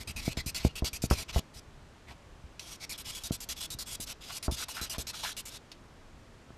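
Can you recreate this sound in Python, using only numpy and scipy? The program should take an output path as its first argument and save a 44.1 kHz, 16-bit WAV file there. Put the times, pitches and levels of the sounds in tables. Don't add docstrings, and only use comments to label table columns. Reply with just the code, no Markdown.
import sys
import numpy as np
from scipy import signal
from scipy.fft import rfft, irfft
from scipy.io import wavfile
from scipy.ndimage import uniform_filter1d

SR = 44100
rng = np.random.default_rng(int(sys.argv[2]) if len(sys.argv) > 2 else 0)


def inscribe(sig):
    pcm = np.round(np.clip(np.atleast_2d(sig).T, -1, 1) * 32767)
    wavfile.write(sys.argv[1], SR, pcm.astype(np.int16))


N = 289737

ROCK_HZ = 65.3

# (centre [Hz], width [Hz], boost [dB])
CASTING_RESONANCES = [(663, 45, 7), (880, 50, 3), (1017, 55, 5), (1335, 120, 4), (1800, 250, -3),
                      (2316, 70, 4), (2590, 90, 3), (2906, 80, 4), (3345, 90, 3), (4020, 220, 2),
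                      (4957, 90, 3), (7690, 100, 3), (8062, 100, 4), (8349, 120, 5)]


def undb(db):
    return 10 ** (np.asarray(db) / 20)


def unit(x):
    return x / np.sqrt(np.mean(x ** 2))


def freqs(size):
    return np.maximum(np.fft.rfftfreq(size, 1 / SR), 1)


def contour(f, points):
    hz, db = np.transpose(points)
    return np.interp(np.log(f), np.log(hz), db)


def bump(f, hz, width_hz):
    return 1 / (1 + (2 * (f - hz) / width_hz) ** 2)


def colour(x, db):
    half = len(x) // 2
    cepstrum = irfft(np.log(undb(db)), len(x))
    cepstrum[1:half] *= 2
    cepstrum[half + 1:] = 0
    response = np.exp(rfft(cepstrum))
    return irfft(rfft(x) * response, len(x))


def walk(size, rate):
    knots = rng.standard_normal(2048)
    position = np.arange(size) / SR * rate
    return 1.2 * np.interp(position, np.arange(len(knots)), knots)


def add(out, start, x):
    i = max(int(start * SR), 0)
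    out[i:i + len(x)] += x[:max(len(out) - i, 0)]


def workshop(level_db=-53.5, waver_db=2):
    # (frequency [Hz], relative level [dB])
    shop_spectrum = [(12, -26), (20, -1), (77, -5), (152, -9), (189, -14), (242, -12.5), (278, -13.5),
                     (443, -17), (494, -17.5), (632, -19), (787, -20.5), (1060, -21), (7450, -36.5),
                     (14000, -51.5)]
    noise = rng.standard_normal(N)
    air = undb(level_db) * unit(colour(noise, contour(freqs(N), shop_spectrum)))
    low_pass = signal.butter(2, 150, fs=SR, output="sos")
    rumble = signal.sosfiltfilt(low_pass, air)
    rumble_gain = undb(waver_db * walk(N, 9.1) - 1.5)
    return air + rumble * (rumble_gain - 1)


def room(x, wet_db=-19, t60_s=0.093, size=16384):
    t = np.arange(size) / SR
    wall_db = contour(freqs(size), [(60, 7.5), (500, 9.0), (4000, 15.5), (13000, -5.5)])
    tail = colour(rng.standard_normal(size), wall_db)
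    tail *= undb(-60 * t / t60_s) * np.clip(t / 0.0022 - 1, 0, 1)
    tail /= np.sqrt(np.sum(tail ** 2))
    return x + undb(wet_db) * signal.fftconvolve(x, tail)[:N]


def shake(rubbing, full_db=-44):
    # (time [s], level at full stroke [dB])
    arm_levels = [(0, -39), (0.7, -49.5), (1.35, -43), (1.55, -40.5), (2.6, -54), (3.5, -53.5), (4.3, -58),
                  (4.9, -57), (5.5, -63)]
    stroke = uniform_filter1d(np.abs(rubbing), size=1300)
    tug = np.minimum(stroke / undb(full_db), 1)
    f = freqs(N)
    db = contour(f, [(20, 1.5), (60, 2.5), (130, -3.5), (250, -10.0), (600, -34), (2000, -47)])
    db += 6 * bump(f, ROCK_HZ, 31)
    grumble = unit(colour(rng.standard_normal(N), db))
    level_db = np.interp(np.arange(N) / SR, *np.transpose(arm_levels))
    return grumble * tug * undb(level_db)


def creep(rubbing, below_db=-24):
    busy = uniform_filter1d(np.abs(rubbing), size=7000)
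    db = contour(freqs(N), [(200, -2), (900, 1), (3200, 7), (6000, 12), (13000, -64)])
    whisper = unit(colour(rng.standard_normal(N), db))
    return whisper * busy * undb(below_db)


def grains(size, per_s, spread):
    caught = rng.random(size) < per_s / SR
    strength_db = spread * np.minimum(rng.exponential(size=size), 5)
    return unit(caught * rng.standard_normal(size) * undb(strength_db))


def knock(contact_ms, rock_db, rattle_db=-18, rattle_t60_s=0.24, rattle_per_rock=0.67, settle_s=0.03, size=16384):
    # (frequency [Hz], level before metal_db [dB], time to fall 60 dB [s])
    block_modes = [(124, -13.5, 0.093), (170.6, 1, 0.024), (265, -9, 0.033), (321, -20.5, 0.031),
                   (475, -17.5, 0.039), (572, -20, 0.027), (661, -14.5, 0.058), (763, -11, 0.0093),
                   (1054, -2.5, 0.014), (1297, -6, 0.028), (1520, -54, 0.022), (1900, -26, .05)]
    metal_db = 2
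    rocking_db, rocking_t60_s = -5, 0.19
    t = np.arange(size) / SR
    held = 1 / (1 + (t / settle_s) ** 6)
    rocking_gain = undb(rocking_db + rock_db - 60 * t / rocking_t60_s)
    ring = -rocking_gain * np.sin(2 * np.pi * ROCK_HZ * t) * held
    for hz, mode_db, t60_s in block_modes:
        mode_gain = undb(mode_db + metal_db * (hz > 300) - 60 * t / t60_s)
        varied_hz = hz * (1 + 0.012 * rng.standard_normal())
        ring += mode_gain * np.cos(2 * np.pi * varied_hz * t)
    feet_db = contour(freqs(size), [(80, -10), (330, 4.5), (900, 0.5), (2500, -18), (9000, -27)])
    rattle = unit(colour(grains(size, 900, 0.49), feet_db))
    chatter_db = rattle_db + metal_db + rattle_per_rock * rock_db
    ring += rattle * held * undb(chatter_db - 60 * t / rattle_t60_s)
    contact = np.sin(np.pi * np.clip(t[:512] * 1000 / max(contact_ms, .2), 0, 1))
    return signal.fftconvolve(ring, contact / contact.sum())


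def knocks(rebound_db=-8, rebound_per_rock=1.0, rebound_s=.0155, softer=1.95):
    # (time [s], level [dB], contact time [ms], rocking [dB])
    knock_list = [(0.279, -17.5, 1.3, -30), (0.373, -27.5, 1.3, 2), (0.463, -27, 2.64, -2),
                  (0.6495, -12.5, 1.22, -1), (0.822, -25.5, 1.05, 8), (1.039, -17.5, 1.37, -7),
                  (1.111, -17.5, 0.53, 6), (1.361, -22, 0.87, 10), (1.391, -27, 1, -25),
                  (2.437, -38.5, 5.7, 5), (3.308, -18.5, 1.57, -14), (3.747, -34.5, 3.4, -3),
                  (3.999, -35.5, 1.2, -14), (4.481, -26.5, 0.66, 9.5), (4.52, -27, 2.8, -0.5),
                  (4.814, -34.5, 1.44, 4), (4.982, -31, 1.15, 3), (6.505, -42, 0.8, -15)]
    out = np.zeros(N)
    for start, db, contact_ms, rock_db in knock_list:
        add(out, start, undb(db) * knock(contact_ms, rock_db))
        landing = knock(softer * contact_ms, rock_db=-27)
        swing_s = rebound_s * (1 + 0.062 * rng.standard_normal())
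        landing_db = db + rebound_db + rebound_per_rock * min(rock_db, 0)
        add(out, start + swing_s, undb(landing_db) * landing)
    return out


def casting_boost(f):
    return sum(boost * bump(f, hz, width) for hz, width, boost in CASTING_RESONANCES)


def ripple(f):
    uneven = np.interp(f, np.linspace(0, SR / 2, 110), rng.standard_normal(110))
    return 4.2 * uneven * np.minimum(f / 4500, 1)


def cover(s):
    # (time [s], strength of the resonance [dB])
    hand_cover = [(0, 13.5), (.6, 10), (1.2, 7), (1.35, -0.5), (2.65, 7), (2.85, 12.5), (3.2, 8),
                  (3.45, -2), (3.6, 12), (4.05, 3), (4.5, 7), (5.35, 6.5), (5.55, 5)]
    return np.interp(s, *np.transpose(hand_cover))


def slide(treble_db, bore_hz, bore_db, sheet_db, chatter_db, bore_width_hz=380, size=8192):
    # (frequency [Hz], relative level [dB])
    grit_spectrum = [(40, -8), (120, 0), (300, -9), (600, -5.5), (1200, -5), (1900, -2), (3000, -1),
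                     (4800, 0.5), (6500, -0.5), (9000, -4), (13000, -6), (15000, -19.5)]
    f = freqs(size)
    db = contour(f, grit_spectrum) + casting_boost(f)
    db += treble_db * np.interp(f, [2600, 8500], [0, 1])
    hollow = bump(f, bore_hz, bore_width_hz)
    hollow -= 0.26 * bump(f, 0.61 * bore_hz, 390)
    hollow -= 0.36 * bump(f, 1.34 * bore_hz, 340)
    db += bore_db * hollow
    db += sheet_db * bump(f, 4870, 2900)
    grit = grains(size, 40000, 0.16) * undb(chatter_db * walk(size, 287.0))
    fade = 2 * np.pi * 4 * np.arange(size) / SR
    first = unit(colour(grit, db + ripple(f)))
    second = unit(colour(grit, db + ripple(f)))
    return unit(first * np.cos(fade) ** 2 + second * np.sin(fade) ** 2)


def flick(t60_s=0.051, rise_s=0.0017):
    # (time [s], level [dB])
    flick_list = [(2.594, -35), (5.716, -39)]
    out = np.zeros(N)
    for start, db in flick_list:
        snap = slide(treble_db=-6.5, bore_hz=2600, bore_db=6, sheet_db=8.5, chatter_db=-1.0)
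        t = np.arange(len(snap)) / SR
        add(out, start, snap * np.minimum(t / rise_s, 1) * undb(db - 60 * t / t60_s))
    return out


def rasps(width_hz=750, body_db=18, depth_db=15, level_db=1, size=8192):
    # (start [s], build-up [s], dying away [s], level before level_db [dB], centre [Hz])
    rasp_list = [(2.065, 0.026, .025, -52.5, 1980), (2.075, .038, 0.029, -49, 840),
                 (4.291, 0.013, 0.035, -43, 1150), (4.592, 0.043, 0.0053, -39.5, 1400),
                 (4.68, 0.0076, 0.018, -43, 980), (4.763, 0.0066, 0.11, -41.5, 1390),
                 (4.934, 0.017, 0.017, -40, 1000), (5.131, 0.014, 0.011, -42.5, 1350),
                 (5.231, 0.0086, .03, -34.5, 900), (5.239, 0.015, 0.074, -39.5, 1570)]
    out, f = np.zeros(N), freqs(size)
    t = np.arange(size) / SR
    skirt_db = contour(f, [(100, 2), (450, -12.5), (700, 3.5), (1150, 0.0), (1800, 9),
                           (4200, 9.5), (6500, 0), (14000, -8)])
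    for start, build_s, die_s, db, hz in rasp_list:
        body = body_db * bump(f, hz, width_hz)
        judder = unit(colour(grains(size, 3500, 0.67), skirt_db + casting_boost(f) + body))
        grip = np.interp(t, [0, build_s, build_s + die_s], [0, 1, 0])
        gain = undb(db + level_db + depth_db * (grip - 1))
        add(out, start, judder * np.minimum(6 * grip, 1) * gain)
    return out


def drags(swell_s=.024, fade_s=0.0079, level_db=0.26, slack_db_per_s=-95, slackest_db=-5.5, dull_db=-4,
          grip_db=2.16, size=16384):
    # (start [s], length [s], level before grip and level_db [dB], treble of the firm grip [dB],
    # resonance of the covered bore [Hz])
    drag_list = [(0.004, .03, -45, -2, 2150), (.2, .04, -47, -3, 2050), (.243, .05, -41, 1, 2200),
                 (.29, .043, -45, -2, 2620), (.588, .045, -46, -7, 2050), (.635, .045, -40.5, -1.5, 2460),
                 (.678, .038, -55, -18, 2880), (1.142, .094, -41, 0, 2400), (1.29, .024, -44, -11, 2900),
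                 (1.333, .062, -38, -2.5, 2630), (1.545, .052, -51, 2, 3130), (2.605, .158, -46, 1.5, 3300),
                 (2.808, .044, -43, -1, 2200), (2.93, .034, -46, -9, 3370), (3.055, .058, -40, 1, 3050),
                 (3.11, .036, -45, -1, 3230), (3.19, .04, -50, -3, 3250), (3.275, .03, -53, -8, 3200),
                 (3.568, .096, -39, 3.5, 3350), (3.868, .09, -38.5, 6, 3350), (4.072, .057, -41, 1, 2850),
                 (4.215, .1, -45.5, -3, 3300), (4.32, .065, -39, 5, 2950), (4.565, .079, -39, 1.5, 3870),
                 (4.722, .082, -44, 0, 2850), (4.85, .035, -50, -5, 3060), (4.94, .03, -47, -8, 3240),
                 (5.14, .19, -38.5, 1, 3400), (5.493, .085, -47, -3, 3640)]
    sheet_db = 3.5
    grip_peak = 0.74
    out = np.zeros(N)
    for start, length, db, treble_db, bore_hz in drag_list:
        bore_db = cover(start)
        firm = slide(treble_db, bore_hz, bore_db, sheet_db, chatter_db=-1.2, size=size)
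        loose = slide(treble_db + dull_db, bore_hz, bore_db, sheet_db, chatter_db=1.1, size=size)
        begin = max(start - swell_s / 2, 0)
        t = begin - start + np.arange(size) / SR
        slack_db = np.maximum(slack_db_per_s * np.abs(t - grip_peak * length), slackest_db)
        slack = np.clip(slack_db / slackest_db, 0, 1)
        hiss = firm * np.sqrt(1 - slack) + loose * np.sqrt(slack)
        speed = np.clip(t / swell_s + .5, 0, 1) * np.clip((length - t) / fade_s + .5, 0, 1)
        gain = undb(db + level_db + slack_db + grip_db * walk(size, 70.7))
        add(out, begin, hiss * np.sin(np.pi / 2 * speed) * gain)
    return out


def pushes(rise_s=0.0017, stop_s=0.017, sag_db=0.16, bite_db=-9, bite_s=0.23, level_db=0.28):
    # (start [s], level before sag and level_db [dB], treble [dB],
    # resonance of the covered bore [Hz])
    push_list = [(0.073, -43, -2.5, 2580), (0.161, -41.5, -4.5, 2550), (0.369, -38.5, -7.5, 2050),
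                 (0.46, -39.5, 5.5, 2540), (0.545, -37.5, -1, 2680), (0.754, -42, -2.5, 2680),
                 (0.844, -35.5, 0, 2800), (0.93, -41.5, 2, 2490), (1.019, -40, 5, 2450),
                 (1.1, -38, -1.5, 2640), (2.893, -41.5, 3, 2320), (2.977, -45.5, 1.5, 3330),
                 (3.148, -43.5, 0.5, 3340), (3.235, -41, 3.5, 3640), (3.318, -41, 4.5, 3360),
                 (3.403, -45, 3.5, 2450), (3.488, -38.5, 2, 3320), (3.702, -42, 5.5, 3850),
                 (3.787, -40.5, 4, 4240), (4.001, -42, 7.5, 3850), (4.426, -42, 1, 2230),
                 (4.511, -41.5, 2, 3480), (4.683, -44, 2, 2830), (4.812, -39.5, 1, 3960),
                 (4.896, -40, 3.5, 2890), (4.981, -41, 2.5, 3220), (5.068, -41, -1, 2200),
                 (5.366, -41, 3, 2900), (5.453, -46.5, 1, 3070)]
    push_s = 0.043
    usual_db, usual_sheet_db = -41.5, 4.5
    sheet_per_db = .6
    out = np.zeros(N)
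    for start, db, treble_db, bore_hz in push_list:
        sheet_db = usual_sheet_db + sheet_per_db * (db - usual_db)
        hiss = slide(treble_db, bore_hz, cover(start), sheet_db, chatter_db=0.6)
        t = np.arange(len(hiss)) / SR
        bite = undb(bite_db) * np.exp(-t / bite_s) * np.diff(hiss, prepend=0)
        speed = np.clip(t / rise_s, 0, 1) * np.clip((push_s - t) / stop_s + 0.78, 0, 1) ** 2
        gain = undb(db + level_db + sag_db * (1.5 - t / push_s))
        add(out, start, (hiss + bite) * speed * gain)
    return out


def scene():
    rubbing = pushes() + drags() + rasps()
    near = rubbing + creep(rubbing) + shake(rubbing) + knocks() + flick()
    return (room(near) + workshop())[None]


def record(dry):
    steep_cut = signal.ellip(8, .2, 70, 13800, fs=SR, output="sos")
    return signal.sosfilt(steep_cut, dry)


dry = scene()
out = record(dry)
inscribe(out)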